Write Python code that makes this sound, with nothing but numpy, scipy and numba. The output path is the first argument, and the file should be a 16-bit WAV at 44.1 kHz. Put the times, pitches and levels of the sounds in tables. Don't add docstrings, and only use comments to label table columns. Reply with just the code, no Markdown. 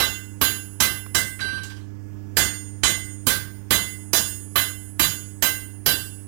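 import sys
import numpy as np
from scipy import signal
from scipy.fft import rfft, irfft
from scipy.io import wavfile
from scipy.ndimage import uniform_filter1d
from numba import njit

SR = 44100
rng = np.random.default_rng(int(sys.argv[2]) if len(sys.argv) > 2 else 0)


def generate_wav(sig):
    pcm = np.round(np.clip(np.atleast_2d(sig).T, -1, 1) * 32767).astype(np.int16)
    wavfile.write(sys.argv[1], SR, pcm)


def ratio(d):
    e = np.asarray(d, float) / 20
    return 10 ** e


N = 276507
THIRDS_HZ = 50 * 2 ** (np.arange(26) / 3)
TAP = 4


def on_log(hz, table, column=1):
    table = np.array(table)
    return np.interp(np.log(hz), np.log(table[:, 0]), table[:, column])


def filtered(x, kind, hz, order=2):
    return signal.sosfilt(signal.butter(order, hz, kind, fs=SR, output="sos"), x)


def band(hz, noise=None):
    noise = rng.standard_normal(N) if noise is None else noise
    return filtered(noise, "band", [hz / 2 ** (1 / 6), hz * 2 ** (1 / 6)])


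def walk(rate):
    hold = int(SR / rate)
    steps = np.repeat(rng.standard_normal(N // hold + 1), hold)
    return 1.27 * uniform_filter1d(uniform_filter1d(steps, hold), hold)[:N]


def swell(times, sizes, t60, fill):
    kicks = np.zeros(N, dtype=np.asarray(sizes).dtype)
    kicks[(np.asarray(times) * SR).astype(int)] = sizes
    rise = np.exp(-1 / (max(fill, 1e-4) * SR))
    decay = np.exp(-np.log(1000) / (t60 * SR))
    return signal.lfilter([1 - rise], np.convolve([1, -rise], [1, -decay]), kicks)


@njit
def ring(starts, sizes, pole, fill, waver, survives):
    out = np.zeros(waver.shape[1])
    for m in range(len(pole)):
        turn = pole[m] / abs(pole[m]) * fill
        z, feed, k = 0j, 0j, 0
        for i in range(len(out)):
            if k < len(starts) and i == starts[k]:
                z *= survives[k]
                feed += sizes[m, k]
                k += 1
            z = z * pole[m] + (1 - fill) * feed + 1e-18
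            feed = feed * turn + 1e-18
            out[i] += z.real * waver[m % len(waver), i]
    return out


def poles(hz, t60):
    return np.exp((2j * np.pi * hz - np.log(1000) / t60) / SR)


# [start_s, crack_db, along_face_cm, across_face_cm, tilt_degrees]
FIRST_BLOW = [(0.0, -8, 2.9, 1.13, -0.76)]
# [start_s, crack_db, along_face_cm, across_face_cm, tilt_degrees]
LATER_BLOWS = [(0.413, -9.5, -1, 3, -0.9), (0.803, -8, -0.4, -1.5, 1.4), (1.147, -11, 1.2, -3, -1),
               (2.369, -6, 0.73, -1.72, 3.86), (2.834, -6.5, -3.5, 3.5, -0.75),
               (3.268, -7.5, -0.04, -3.5, -0.87), (3.707, -7.0, -3, -3, -1.14), (4.132, -5.5, 1.94, 3.5, 4),
               (4.557, -8.5, 1.42, 3, 1.7), (4.995, -8, -2.5, -1.2, -2.5), (5.424, -9.5, 0.03, 2.5, -1.17),
               (5.861, -8.5, 1.72, -1.37, -0.51)]


def hammer_blows():
    return np.array(list(FIRST_BLOW) + list(LATER_BLOWS))


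def at_spot(waves):
    spots, waves = hammer_blows()[:, 2:], np.array(waves)
    half_waves = spots @ waves[:, :3].T + waves[:, 3]
    node_floor = 0.01
    return waves[:, 4] + 10 * np.log10(np.cos(np.pi * half_waves) ** 2 + node_floor)


def touched(rows):
    rows = np.array(rows)
    return np.column_stack([rows, -18 + 0.65 * rows[:, 4]])


# [half_waves_per_cm_along, half_waves_per_cm_across, half_waves_per_degree, offset_half_waves, crest_db]
CRACK_WAVES = [(0.037, 0.036, -0.0, 0.14, -22.5), (-0.063, -0.014, -0.03, -0.084, -6.5),
               (0.14, -0.17, -0.14, 0.099, -7.5), (0.12, -0.02, -0.1, -0.042, -12.5)]
# [crack_db, thud_share_db, share_1_to_3_khz_db, share_6_to_11_khz_db]
LIGHT_TAP = (-25, -27, -14, -24)


def struck():
    tap_s = 1.403
    blows = np.hstack([hammer_blows()[:, :2], at_spot(CRACK_WAVES)])
    return np.insert(blows, TAP, touched([(tap_s, *LIGHT_TAP)])[0], axis=0)


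def rugged():
    ruggedness_db, spacing_hz = 6, 45
    k = int(spacing_hz * N / SR)
    peaks = uniform_filter1d(uniform_filter1d(rng.standard_normal(N // 2 + 1), k), k)
    depth = np.clip(np.arange(N // 2 + 1) * SR / N / 2000, .2, 1)
    spectrum = rfft(rng.standard_normal(N))
    noise = irfft(spectrum * ratio(ruggedness_db * depth * peaks / peaks.std()), N)
    return noise / noise.std()


# [start_s, crack_db, thud_share_db, share_1_to_3_khz_db, share_6_to_11_khz_db]
TOUCHES = [
    (1.392, -34.5, -14, 6.5, -24),
    (1.44, -40, -12, -9, -22),
    (1.48, -36.5, -24, -2, -24),
    (1.525, -37, -10.5, -9, -36),
    (1.575, -35, -25, -5, -30),
    (1.633, -31.5, -52, -25, -6),
    (1.70, -39.5, -34, -6, -19),
    (1.765, -41, -30, -12, -19),
]
# [pitch_hz, level_db_per_hz]
CRACK_COLOUR = [(50, -6), (120, -5), (300, -6), (900, -13), (1500, -8.5), (2000, -12.5), (2500, -17),
                (3200, -9.5), (4700, -14.5), (6500, -11.5), (10900, -14), (15000, -9.5), (16500, -16.5)]
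# [pitch_hz, t60_s, fill_time_s]
SHED_ECHO = [(60, 0.9, 0.011), (260, 0.46, 0.0013), (630, 0.34, 0.0071), (1790, 0.35, 0.0015),
             (4780, 0.31, 0.003), (12900, 0.24, 0.0049)]
# [delay_s, level_db]
ECHOES = [
    (0, -16),
    (.0045, -6.5),
    (.009, -18),
    (.014, -8.5),
    (.021, -6),
]


def cracks():
    contacts = np.vstack([struck(), touched(TOUCHES)])
    s, db = contacts[:, 0], contacts[:, 1]
    corners = np.log([250, 600, 1800, 4500, 8000, 13000])
    noises = (rugged(), rugged())
    out = 0
    for k, hz in enumerate(THIRDS_HZ):
        share = np.array([np.interp(np.log(hz), corners, [thud + 21, 0, mid + 9, 0, high + 10, top + 13])
                          for thud, mid, high, top in contacts[:, 2:]])
        size = ratio(db + share + on_log(hz, CRACK_COLOUR) + 1.25 * rng.standard_normal(len(s)))
        t60 = on_log(hz, SHED_ECHO)
        wash = swell(s, size, t60, on_log(hz, SHED_ECHO, 2))
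        burst = ratio(-3.0) * swell(s, size, 0.041 + 6 / hz, 0)
        late = ratio(-27.5) * swell(s, size, 1.93 * t60, 0.0051)
        ahead = ratio(-16) * (hz > 800) * swell(N / SR - s[1:], size[1:], .012, 0)[::-1]
        flicker = ratio(2 * walk(40))
        out = out + band(hz, noises[k % 2]) * (burst + wash + late + ahead) * flicker
    clicks = 0
    for lag, echo_db in ECHOES:
        size = ratio(db + 3.6 * rng.standard_normal(len(s)))
        clicks = clicks - ratio(echo_db) * swell(s + lag, size, 0.0014, 0)
    return ratio(5.5) * out + ratio(8.0) * filtered(clicks, "high", 900)


# [pitch_hz, level_db, t60_s]
STAND = [(67.5, -4.5, 0.2), (117, -3.5, 0.089), (241, -2.5, 0.094), (331, -0.5, 0.072)]


def stand():
    blows = struck()
    hz, db, t60 = np.transpose(STAND)
    chance = rng.standard_normal((len(blows), 2, len(hz))).transpose(1, 2, 0)
    thud_db = db[:, None] + blows[:, 1] + blows[:, 2] + 5.0 + 2.0 * chance[0]
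    sizes = ratio(thud_db) * np.exp(1j * chance[1])
    starts = (blows[:, 0] * SR).astype(int)
    fill = np.exp(-1 / (0.0025 * SR))
    return ring(starts, sizes, poles(hz, t60), fill, np.ones((1, N)), np.ones(len(blows)))


# [half_waves_per_cm_along, half_waves_per_cm_across, half_waves_per_degree, offset_half_waves, crest_db]
FAMILY_WAVES = [(-0.084, -0.013, -0.078, -0.032, 4.5), (-0.267, -0.19, -0.022, -0.3, 5.5),
                (0.086, 0.052, 0.13, -0.15, 0.8), (0.066, -0.19, -0.11, -0.324, 0.4),
                (0.084, -0.177, 0.022, 0.018, 13), (0.046, 0.2, -0.096, -0.019, 6.5),
                (0.041, -0.0089, 0.041, 0.49, 14), (-0.213, 0.126, -0.16, -0.182, 10.5),
                (0.029, -0.086, -0.24, 0.38, 7.5), (0.055, -0.232, -0.16, 0.55, 1.5),
                (0.23, -0.17, 0.032, -0.045, 14.5), (0.066, 0.22, -0.26, -0.04, 6),
                (-0.039, 0.15, 0.041, 0.25, 0.4), (0.12, 0.13, 0.16, -0.029, 1.9),
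                (0.25, -0.0029, -0.043, -0.51, 4), (-0.11, 0.23, 0.16, -0.47, 11),
                (0.16, 0.087, 0.173, -0.093, 8.5), (-0.104, 0.174, 0.081, 0.417, 13),
                (0.081, 0.105, -0.194, 0.355, 0)]
TAP_FAMILY_DB = [6, -18, -8, -10, -4.5, -2.5, -31, -16, -23, -20, -8, -35, -18, -6.5, -30, -16, -25, -25,
                 -37]


def families():
    force_db = hammer_blows()[:, 1:2] + 7.5
    ring_follow = 0.27
    return np.insert(at_spot(FAMILY_WAVES) + ring_follow * force_db, TAP, TAP_FAMILY_DB, axis=0)


# [level_db, t60_s]
ANVIL = [(-27, 0.45), (-25.5, 0.47), (-27.5, 0.48), (-25, 0.38), (-26, 0.38), (-26.5, 0.16), (-24, 0.26),
         (-27, 0.17), (-30, 0.36), (-42, 0.71), (-46.5, 0.55), (-33, 0.65), (-38.5, 0.57), (-43, 1.14),
         (-36, 0.87), (-37, 0.58), (-51, 0.68), (-46, 0.66), (-36.5, 1.46), (-27.5, 0.14), (-46, 1.19),
         (-37.5, 0.35), (-31, 0.34), (-50.5, 0.98), (-55, 0.7), (-49, 0.55), (-59, 1.0), (-48.5, 0.41),
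         (-24.5, 0.5), (-25.5, 0.51)]
ANVIL_HZ = [1565, 2046, 2767, 3067, 3499, 3934, 3993, 4527, 4708, 5286, 5815, 6697, 7181, 7817, 8720, 9328,
            9512, 10260, 10561, 10840, 11191, 11340, 12320, 12660, 13075, 13510, 13750, 14090, 14350, 14868]
FAMILY = [0, 1, 2, 3, 12, 4, 13, 12, 5, 12, 5, 6, 14, 14, 7, 8, 8, 15, 9, 15, 10, 15, 16, 16, 17, 17, 9, 17,
          11, 18]
# [pitch_hz, level_db, t60_s]
SWARM = [(884, -40, 0.42), (1900, -39, 0.41), (2300, -51, 0.25), (2900, -39, 0.31), (4600, -42, 0.3),
         (7000, -44, 0.32), (11000, -39, 0.37), (16000, -45, 0.4)]
# [start_s, level_under_tap_db]
BOUNCES = [
    (1.44, -12),
    (1.48, -10),
    (1.525, -11),
    (1.61, -12),
]


def anvil(count=100):
    blows = struck()
    bounce_s, bounce_db = np.transpose(BOUNCES)
    rows = np.append(np.arange(len(blows)), [TAP] * len(BOUNCES))
    s = np.append(blows[:, 0], bounce_s)
    soft_db = np.append(0 * blows[:, 0], bounce_db)
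    mode_hz = np.array(ANVIL_HZ)
    mode_db, mode_t60 = np.transpose(ANVIL)
    lesser_hz = np.sort(1300 + 14400 * rng.random(count) ** 1.4)
    twin_hz = mode_hz - 13.68 * (1 + .3 * rng.standard_normal(len(mode_hz)))
    hz = np.concatenate([mode_hz, twin_hz, lesser_hz])
    twin_t60 = 1.13 * np.minimum(mode_t60, .6)
    lesser_t60 = on_log(lesser_hz, SWARM, 2) * (0.56 + 1.0 * rng.random(count) ** 2)
    t60 = np.concatenate([mode_t60, twin_t60, lesser_t60])
    chance = rng.standard_normal((len(s), 2, len(hz))).transpose(1, 2, 0)

    strong_db = mode_db[:, None] + families()[rows][:, FAMILY].T
    strong_db = strong_db - 3 * (mode_hz[:, None] > 12000)
    outer_twin = (twin_hz[:, None] > 5000) | (twin_hz[:, None] < 2300)
    twin_db = strong_db - 6 - 8 * outer_twin + 2.2 * chance[0, :len(mode_hz)]
    bright_db = (lesser_hz[:, None] > 11000) * (blows[rows, 5] + 12)
    lesser_db = (on_log(lesser_hz, SWARM) + 7)[:, None] + blows[rows, 1] + bright_db
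    lesser_db = lesser_db + 2.66 * chance[0, -count:]
    sizes = ratio(np.vstack([strong_db, twin_db, lesser_db]) + soft_db) * np.exp(3j * chance[1])

    order = np.argsort(s)
    survives = np.where((soft_db < 0) | (rows == TAP), 1., .35)
    waver = ratio([1.9 * walk(22.144) for _ in range(7)])
    fill = np.exp(-1 / (0.019 * SR))
    starts = (s[order] * SR).astype(int)
    out = ring(starts, sizes[:, order].copy(), poles(hz, t60), fill, waver, survives[order])
    t = np.arange(N) / SR
    laid_s, lifted_s, still_db_per_s = 1.57, 2.362, -33
    return out * ratio(-1.63 + still_db_per_s * (t - laid_s).clip(0) * (t < lifted_s))


# [pitch_hz, level_db_rms]
HUM = [(102.3, -38.5), (199.2, -50), (274.5, -59), (301.5, -47.5), (398.4, -58.5), (500.6, -68),
       (624.5, -80), (899.0, -72), (1448, -78), (1696, -70)]


def welder_hum():
    t = np.arange(N) / SR
    hum = 0
    for hz, db in HUM:
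        near_multiple = abs(hz / 100 - round(hz / 100)) < .04
        exact = 100.1 * round(hz / 100) if near_multiple else hz
        phase = 2 * np.pi * exact * t + 0.0025 * exact * walk(5.1) + 6 * rng.random()
        level = ratio(db + 1.1 * walk(5.17) * min(hz / 300, 1))
        hum = hum + np.sqrt(2) * level * np.sin(phase)
    return hum


# [pitch_hz, level_db_per_hz]
AIR = [(25, -22), (60, -2.5), (110, -10.5), (200, -12.5), (300, -9.5), (450, -23.5), (700, -24.5),
       (1700, -31.5), (3200, -38.5), (4300, -57), (5300, -33), (8000, -42.5), (10000, -47.5),
       (15500, -40.5)]


def air_noise():
    air = sum(band(hz) * ratio(on_log(hz, AIR) + 1.8 * walk(16))
              for hz in np.append([25., 32., 40.], THIRDS_HZ))
    return air * ratio(-49.5) / air.std()


def slow_gain_db():
    s = hammer_blows()[:, 0]
    open_db, duck_db, earlier_blows, recover_t60_s, duck_s = -35.5, -1.91, 3.9, 10.5, 0.115
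    earlier = earlier_blows * ratio(-60 * np.arange(N) / SR / recover_t60_s)
    return open_db + duck_db * (earlier + swell(s[1:], 1 + 0 * s[1:], recover_t60_s, duck_s))


# [start_s, level_over_low_noise_db]
JOLTS = [
    (1.066, 24),
    (4.405, 13),
    (5.44, 7),
]


def left_channel():
    jolt_s, jolt_db = np.transpose(JOLTS)
    shaken = ratio(3.7 * walk(9)) + swell(jolt_s, ratio(jolt_db), .16, .003)
    idle = filtered(rng.standard_normal(N), "band", [25, 130])
    return ratio(-70) * shaken * idle / idle.std()


def bar_knock():
    knock = filtered(rng.standard_normal(N), "band", [200, 1500])
    return knock * swell([1.062], [ratio(-23)], 0.018, 0.0012)


def scene():
    background = (welder_hum() + air_noise()) * ratio(38.5 + slow_gain_db())
    mic = 2 * (cracks() + stand() + anvil() + bar_knock() + background)
    return np.array([left_channel(), mic])


@njit
def limit(x, top, release):
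    y, level = np.empty(len(x)), 0.
    for i in range(len(x)):
        level += (abs(x[i]) - level) * (.05 if abs(x[i]) > level else release)
        y[i] = x[i] * (min(1., top / (level + 1e-9))) ** .7
    return y


def mask(x, size=2048):
    mask_db, mask_hz, step_db, quiet_db = -8.5, 500, -28, -98
    hz, _, spec = signal.stft(x, SR, nperseg=size)
    power = abs(spec) ** 2 + 1e-14
    widths = (4 * 1.07 ** np.arange(90)).astype(int).clip(0, 16)
    edges = np.unique(widths.cumsum().clip(0, size // 2))
    which = np.searchsorted(edges, np.arange(len(hz)), "right").clip(1, len(edges)) - 1
    bands = (np.add.reduceat(power, edges) / np.bincount(which)[:, None])[which]
    around = uniform_filter1d(power, int(2 * mask_hz * size / SR), axis=0)
    floor = ratio(2 * quiet_db) * (hz[:, None] < 11500)
    strong_band = bands > around * ratio(2 * mask_db) + floor
    strong_line = power > bands * ratio(2 * step_db)
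    keep = strong_band & strong_line | (hz[:, None] < 2200)
    total = power[hz > 1000].sum(0)
    sudden = total[1:] > 10 * total[:-1]
    keep[:, 1:] |= sudden
    keep[:, :-1] |= sudden
    keep &= hz[:, None] < 15850
    return signal.istft(spec * keep, SR, nperseg=size)[1][:N]


def top_cut(x):
    return signal.sosfilt(signal.butter(12, 16830, fs=SR, output="sos"), x)


def record(dry):
    ceiling_db, release_s = -7.5, 0.021
    right = np.tanh(limit(dry[1], ratio(ceiling_db), 1 / (release_s * SR)))
    top_edge = signal.ellip(4, .2, 30, 15900, fs=SR, output="sos")
    right = mask(signal.sosfilt(top_edge, right))
    return top_cut(np.array([dry[0], right]))


dry = scene()
out = record(dry)
generate_wav(out)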